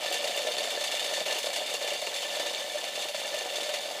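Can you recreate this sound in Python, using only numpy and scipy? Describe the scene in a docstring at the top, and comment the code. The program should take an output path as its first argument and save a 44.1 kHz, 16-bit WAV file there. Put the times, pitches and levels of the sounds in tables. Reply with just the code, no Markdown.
"""Dozens of small foam balls bounce between the floor and foil lid of a plastic tub standing on carpet.
Each contact drums on the tub, whose air rings near 600 Hz, rattles its shell and sets the foil crackling.
The swarm slowly loses vigour, with brief dips. A small room answers, over a faint low hum."""
import sys
import numpy as np
from scipy import signal
from scipy.fft import rfft, irfft, next_fast_len
from scipy.io import wavfile

SR = 44100
rng = np.random.default_rng(int(sys.argv[2]) if len(sys.argv) > 2 else 0)


def transcribe(u):
    """Save the signal u as a 16-bit wav file named by the first command-line argument.

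    u: samples, shape (n,) or (channels, n), limited to [-1, 1]; the rate is SR.
    q: integer samples, one column per channel.
    """
    v = np.clip(np.atleast_2d(u).T, -1, 1)
    q = np.round(v * 32767).astype(np.int16)
    wavfile.write(sys.argv[1], SR, q)


N = 176400


# hardest drumming contacts: t/s, level/dB
THUMP_HITS = [(0.046, -31), (0.114, -25.5), (0.146, -32), (0.224, -41), (0.243, -28), (0.295, -28.5),
              (0.377, -27.5), (0.408, -35), (0.449, -27), (0.468, -26), (0.484, -27.5), (0.582, -29.5),
              (0.6, -30.5), (0.645, -27.5), (0.674, -28), (0.742, -28), (0.774, -26.5), (0.812, -30),
              (0.84, -31), (0.858, -32), (0.941, -32.5), (1.045, -31.5), (1.121, -29), (1.188, -31),
              (1.213, -28), (1.261, -27.5), (1.282, -30), (1.297, -27), (1.324, -32), (1.357, -27),
              (1.385, -28), (1.441, -28.5), (1.469, -26), (1.492, -32), (1.564, -31), (1.585, -29),
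              (1.614, -28), (1.696, -31), (1.741, -29), (1.814, -28), (1.843, -30), (1.883, -29),
              (1.919, -28), (1.953, -32), (2.021, -30), (2.072, -26), (2.247, -32), (2.33, -34),
              (2.367, -27.5), (2.399, -23.5), (2.431, -29), (2.463, -27), (2.536, -30), (2.589, -30),
              (2.839, -31.5), (2.978, -34), (3.054, -27.5), (3.146, -29.5), (3.34, -29), (3.372, -33),
              (3.415, -29), (3.457, -29), (3.525, -33), (3.583, -29), (3.6, -28), (3.623, -26.5),
              (3.692, -26.5), (3.741, -28), (3.857, -32), (3.907, -28.5)]
# broad response of the tub: f/Hz, level/dB
DRUM_SPECTRUM = [(30, -68), (90, -49), (165, -23.5), (290, -16.5), (420, -7.5), (530, -0.5), (660, -3.5),
                 (850, -5.5), (1150, -13), (1600, -14.5), (4000, -46.5)]
# air resonances in the tub: f/Hz, width/Hz, lift/dB
CAVITY_MODES = [(241.3, 13.4, 6), (587, 57, 7.5), (734.6, 25, 9)]
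def drumming(vigour, light_db=-44, thump_gain_db=14, flutter_gain_db=-21.5):
    """Contacts push on lid and floor, the lid flutters, and the air in the tub rings."""
    light = amp(light_db) * vigour * taps(rate_hz=170, spread_db=1.5)
    hits = light + amp(thump_gain_db) * pulses(THUMP_HITS)
    flutter = amp(flutter_gain_db) * crackle(hits, decay_s=0.006)
    return convolved(hits + flutter, body(DRUM_SPECTRUM, CAVITY_MODES))


def knocks(centre_hz=602, spread_oct=0.12, rise_s=0.0025, gain_db=-2.5):
    """A hard landing rings hollow, at a pitch set by where the ball meets the lid."""
    t = np.arange(SR // 20) / SR
    envelope = t / rise_s * np.exp(1 - t / rise_s)
    out = np.zeros(N + len(t))
    for (s, db), place in zip(THUMP_HITS, rng.standard_normal(len(THUMP_HITS))):
        hz = centre_hz * 2 ** (spread_oct * place)
        out[int(s * SR):][:len(t)] += amp(db + gain_db) * envelope * np.sin(2 * np.pi * hz * t)
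    return out[:N]


def swell(at_s=2.759, width_s=0.0085, hz=596, peak_db=-26):
    """One brief clear note, as contacts fall in step with the tub's ring."""
    t = np.arange(N) / SR - at_s
    return amp(peak_db) * np.exp(-np.abs(t) / width_s) * np.sin(2 * np.pi * hz * t)


HARD_DECAY_S, LIGHT_DECAY_S = 0.0098, 0.0065
# hardest rattling contacts: t/s, level/dB, foil offset/dB
RATTLE_HITS = [(0.037, -33.5, -29), (0.124, -30, -3), (0.141, -30.5, -3.5), (0.242, -31.5, -4),
               (0.274, -30, -6), (0.374, -30.5, -5), (0.469, -29.5, -13), (0.517, -33.5, -7),
               (0.582, -29, -6), (0.638, -32.5, -3.5), (0.703, -29.5, -8), (0.808, -30.5, -8),
               (0.839, -29, -3.5), (0.914, -29.5, -7), (0.95, -34.5, -1.5), (0.995, -28.5, -12),
               (1.042, -30, -6), (1.136, -31.5, -1), (1.168, -33.5, -18), (1.26, -28.5, -10),
               (1.307, -30.5, -14), (1.325, -30, -10), (1.363, -35, -16), (1.385, -33, 0.5),
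               (1.429, -33, -3), (1.459, -32, -3), (1.531, -31, -6), (1.56, -31.5, -0.5), (1.661, -33, -10),
               (1.696, -34, -6), (1.738, -33.5, 1.5), (1.807, -35, -10), (1.824, -32.5, -14),
               (1.874, -28.5, -9), (1.903, -33.5, -6), (1.933, -31.5, -5), (2.016, -36, -3),
               (2.065, -31, -8), (2.141, -38, -1), (2.161, -29, -9), (2.222, -31.5, -6.5),
               (2.314, -36.5, -6), (2.35, -30, -21), (2.396, -29.5, -9), (2.462, -30, -8),
               (2.588, -36, -15), (2.84, -38, -6), (2.955, -31, -21), (2.998, -34, -17),
               (3.022, -29.5, -11), (3.084, -35, -2.5), (3.146, -31, -13), (3.197, -33, -12),
               (3.342, -31.5, -17), (3.383, -36, -5), (3.556, -30, -5), (3.605, -34, -12),
               (3.631, -33.5, -5.5), (3.69, -30.5, -20), (3.738, -28, -7.5)]
# broad response of the shell: f/Hz, level/dB
SHELL_SPECTRUM = [(150, -57), (700, -7), (1400, -7.5), (1650, -12), (2000, 1), (3200, 1), (4000, 0),
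                  (5000, -9), (6400, -7), (8500, -12), (15000, -22)]
# lid and wall resonances: f/Hz, width/Hz, lift/dB
LID_WALL_MODES = [(1760, 67, 12.2), (2303, 190, 2.55), (2800, 66, 8.1), (3048, 170, 4.34), (3423, 58, 3.1),
                  (3538, 132, 9.4), (3716, 25, 8.1), (4240, 89, 4.2), (4387, 110, 9), (4695, 37, 13.2),
                  (5196, 110, 6), (5400, 76, 3.6), (6340, 87, 6), (7300, 72, 2.7)]
def shell(vigour, light_db=-39, tap_db=-43.5, hard_gain_db=-1):
    """Taps and short rattles ring through the modes of lid and wall."""
    light = amp(light_db) * unit(crackle(swarm(rate_hz=200, spread_db=1), LIGHT_DECAY_S))
    light += amp(tap_db) * taps(rate_hz=150, spread_db=4)
    hits = pulses([(s, db) for s, db, _ in RATTLE_HITS])
    hard = amp(hard_gain_db) * crackle(hits, HARD_DECAY_S)
    return convolved(vigour * light + hard, body(SHELL_SPECTRUM, LID_WALL_MODES))


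def pings(vigour, t60_cycles=170, rms_db=-43.5):
    """Where a ball lands on the wall decides which mode rings out; low modes ring longest."""
    t = np.arange(SR // 5) / SR
    out = np.zeros(N)
    for hz, _, lift_db in LID_WALL_MODES:
        ring = np.cos(2 * np.pi * hz * t) * amp(-60 * t * hz / t60_cycles)
        weight_db = lift_db + np.interp(hz, *np.transpose(SHELL_SPECTRUM))
        out += amp(weight_db) * convolved(vigour * taps(rate_hz=18, spread_db=4), ring)
    return amp(rms_db) * unit(out)


# broad response of the foil: f/Hz, level/dB
FOIL_SPECTRUM = [(150, -53), (1500, -17), (3500, 0.5), (5200, -0.5), (6400, 2.5), (7600, 3.5), (8500, -1.5),
                 (10200, -2), (12000, -10), (15000, -14.5)]
def foil(vigour, light_db=-44, hard_gain_db=0.5, snap_db=-49):
    """Balls that reach the lid make the foil crinkle and snap brightly."""
    light = amp(light_db) * unit(crackle(swarm(rate_hz=170, spread_db=3), LIGHT_DECAY_S))
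    hits = pulses([(s, db + offset_db) for s, db, offset_db in RATTLE_HITS])
    hard = amp(hard_gain_db) * crackle(hits, HARD_DECAY_S)
    crinkle = convolved(np.sqrt(vigour) * light + hard, body(FOIL_SPECTRUM, LID_WALL_MODES))
    clicks = amp(snap_db) * unit(convolved(snaps(), body(FOIL_SPECTRUM)))
    return crinkle + vigour * clicks


TOP_HZ = 15350
def snaps(rate_hz=400, spread_db=3, centre_hz=6920, spread_oct=0.67, decay_cycles=1.9):
    """Creases of the foil click for a few cycles; rms 1."""
    jitter, size, pitch = rng.standard_normal((4000, 3)).T
    start = ((np.arange(len(jitter)) + jitter) / rate_hz * SR).astype(int)
    keep = (start > 0) & (start < N)
    hz = np.minimum(centre_hz * 2 ** (spread_oct * pitch[keep, None]), TOP_HZ)
    gain = amp(spread_db * np.minimum(size[keep, None], 2))
    n = np.arange(SR // 400)
    cycles = hz * n / SR
    grains = gain * cycles * np.exp(-cycles / decay_cycles) * np.sin(2 * np.pi * cycles)
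    return unit(np.bincount((start[keep, None] + n).ravel(), grains.ravel(), N)[:N])


# buckling creases: t/s, level/dB
FOIL_CRACKS = [(.125, -35), (.3655, -29), (1.386, -34), (1.563, -44)]
def cracks(sizzle_db=-53.5, low_cut_hz=5000):
    """The shaken foil sizzles steadily; now and then a crease buckles with a bright crack."""
    highpass = signal.butter(2, low_cut_hz, "highpass", fs=SR, output="sos")
    sizzle = amp(sizzle_db) * rng.standard_normal(N)
    return signal.sosfilt(highpass, sizzle + crackle(pulses(FOIL_CRACKS), decay_s=0.0015))


# single dry contacts: t/s, level/dB, f/Hz
BALL_TICKS = [(.1761, -23, 4000), (1.4445, -21, 3500), (2.5485, -19, 3500)]
def ticks(rise_cycles=0.93):
    """A ball clicks on the wall or lid: a few cycles with no ring."""
    t = np.arange(SR // 100) / SR
    out = np.zeros(N)
    for s, db, hz in BALL_TICKS:
        age = hz * t / rise_cycles
        click = age * np.exp(1 - age) * np.sin(2 * np.pi * hz * t)
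        out += convolved(pulses([(s, db)]), click)
    return out


def room(x, t60_s=0.15, delay_s=0.003, gain_db=-10.5):
    """A short diffuse answer from the walls."""
    t = np.arange(SR // 2) / SR
    tail = rng.standard_normal(len(t)) * amp(-60 * t / t60_s) * (t > delay_s)
    return amp(gain_db) * convolved(x, tail / np.linalg.norm(tail))


# mains harmonics: f/Hz, level/dB
HUM_PARTIALS = [(120, -79.5), (240, -73)]
# room air: f/Hz, level/dB
AIR_SPECTRUM = [(20, -45), (80, -17.5), (165, 2), (350, -1), (1200, -17), (12000, -63)]
def background(air_db=-64.5):
    """Mains hum and the quiet air of the room."""
    t = np.arange(N) / SR
    hum = sum(amp(db) * np.sin(2 * np.pi * hz * t) for hz, db in HUM_PARTIALS)
    return hum + amp(air_db) * convolved(rng.standard_normal(N), body(AIR_SPECTRUM))


def swarm(rate_hz, spread_db):
    """Impulses of random size, jittered about a steady rate."""
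    jitter, size = rng.standard_normal((4000, 2)).T
    s = (np.arange(len(jitter)) + jitter) / rate_hz
    rows = np.column_stack([s, spread_db * np.minimum(size, 2)])
    return pulses(rows[(s > 0) & (s < N / SR)])


def taps(rate_hz, spread_db):
    """Bare contacts of either sign; rms 1."""
    return unit(swarm(rate_hz, spread_db) * rng.choice([-1, 1], N))


def crackle(hits, decay_s, rise_s=0.00047):
    """Each impulse starts a noise burst; the time constants apply to its energy."""
    t = np.arange(SR // 8) / SR
    energy = convolved(hits ** 2, np.exp(-t / decay_s) * (1 - np.exp(-t / rise_s)))
    return np.sqrt(np.abs(energy)) * rng.standard_normal(N)


def body(spectrum, modes=(), size=8192):
    """Minimum-phase response of energy 1: a broad spectrum with resonances on it."""
    hz = np.fft.rfftfreq(size, 1 / SR)
    f, db = np.transpose(spectrum)
    lift = 1 + sum((amp(lift_db) ** 2 - 1) / (1 + ((hz - mode_hz) / width_hz) ** 2) ** 2
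                   for mode_hz, width_hz, lift_db in modes)
    gain = amp(np.interp(np.log(hz + 1), np.log(f), db)) * np.sqrt(np.abs(lift))
    cepstrum = irfft(np.log(gain + 1e-6))
    cepstrum[1:size // 2] *= 2
    cepstrum[size // 2 + 1:] = 0
    response = irfft(np.exp(rfft(cepstrum)))
    return response / np.linalg.norm(response)


def pulses(rows):
    """One impulse per (t/s, level/dB) row."""
    s, db = np.transpose(rows)
    return np.bincount(np.clip(s * SR, 0, N - 1).astype(int), amp(db), N)


def convolved(x, response):
    """x through an impulse response."""
    return signal.fftconvolve(x, response)[:N]


def amp(db):
    """Decibels to gain."""
    return 10 ** (np.asarray(db) / 20)


def unit(x):
    """Scale to rms 1."""
    return x / np.sqrt(np.mean(x ** 2) + 1e-20)


# vigour of the bouncing: t/s, level/dB
SWARM_VIGOUR = [(0, 1), (.55, 0), (1.21, 1), (1.245, -4), (1.28, 3), (1.37, 0.5), (1.415, -4), (1.45, -1.5),
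                (1.75, 0), (1.797, -4), (1.82, 0.5), (1.98, -2.5), (2.58, 0), (2.69, -3), (2.76, -1),
                (2.89, -0.5), (2.925, -4.5), (2.96, -0.5), (3.08, -2), (3.115, -7), (3.16, -1), (3.63, -1),
                (4, -3)]
def scene():
    """The tub in its room, mono."""
    vigour = amp(np.interp(np.arange(N) / SR, *np.transpose(SWARM_VIGOUR)))
    tub = drumming(vigour) + knocks() + swell() + shell(vigour) + pings(vigour)
    tub += foil(vigour) + cracks() + ticks()
    return (tub + room(tub) + background())[None]


def record(dry, low_cut_hz=94):
    """Roll off the deep bass and cut everything above TOP_HZ."""
    highpass = signal.butter(2, low_cut_hz, "highpass", fs=SR, output="sos")
    size = next_fast_len(N + SR // 2)
    spectrum = rfft(signal.sosfilt(highpass, dry), size)
    passband = np.fft.rfftfreq(size, 1 / SR) < TOP_HZ
    return irfft(spectrum * passband, size)[:, :N]


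dry = scene()
out = record(dry)
transcribe(out)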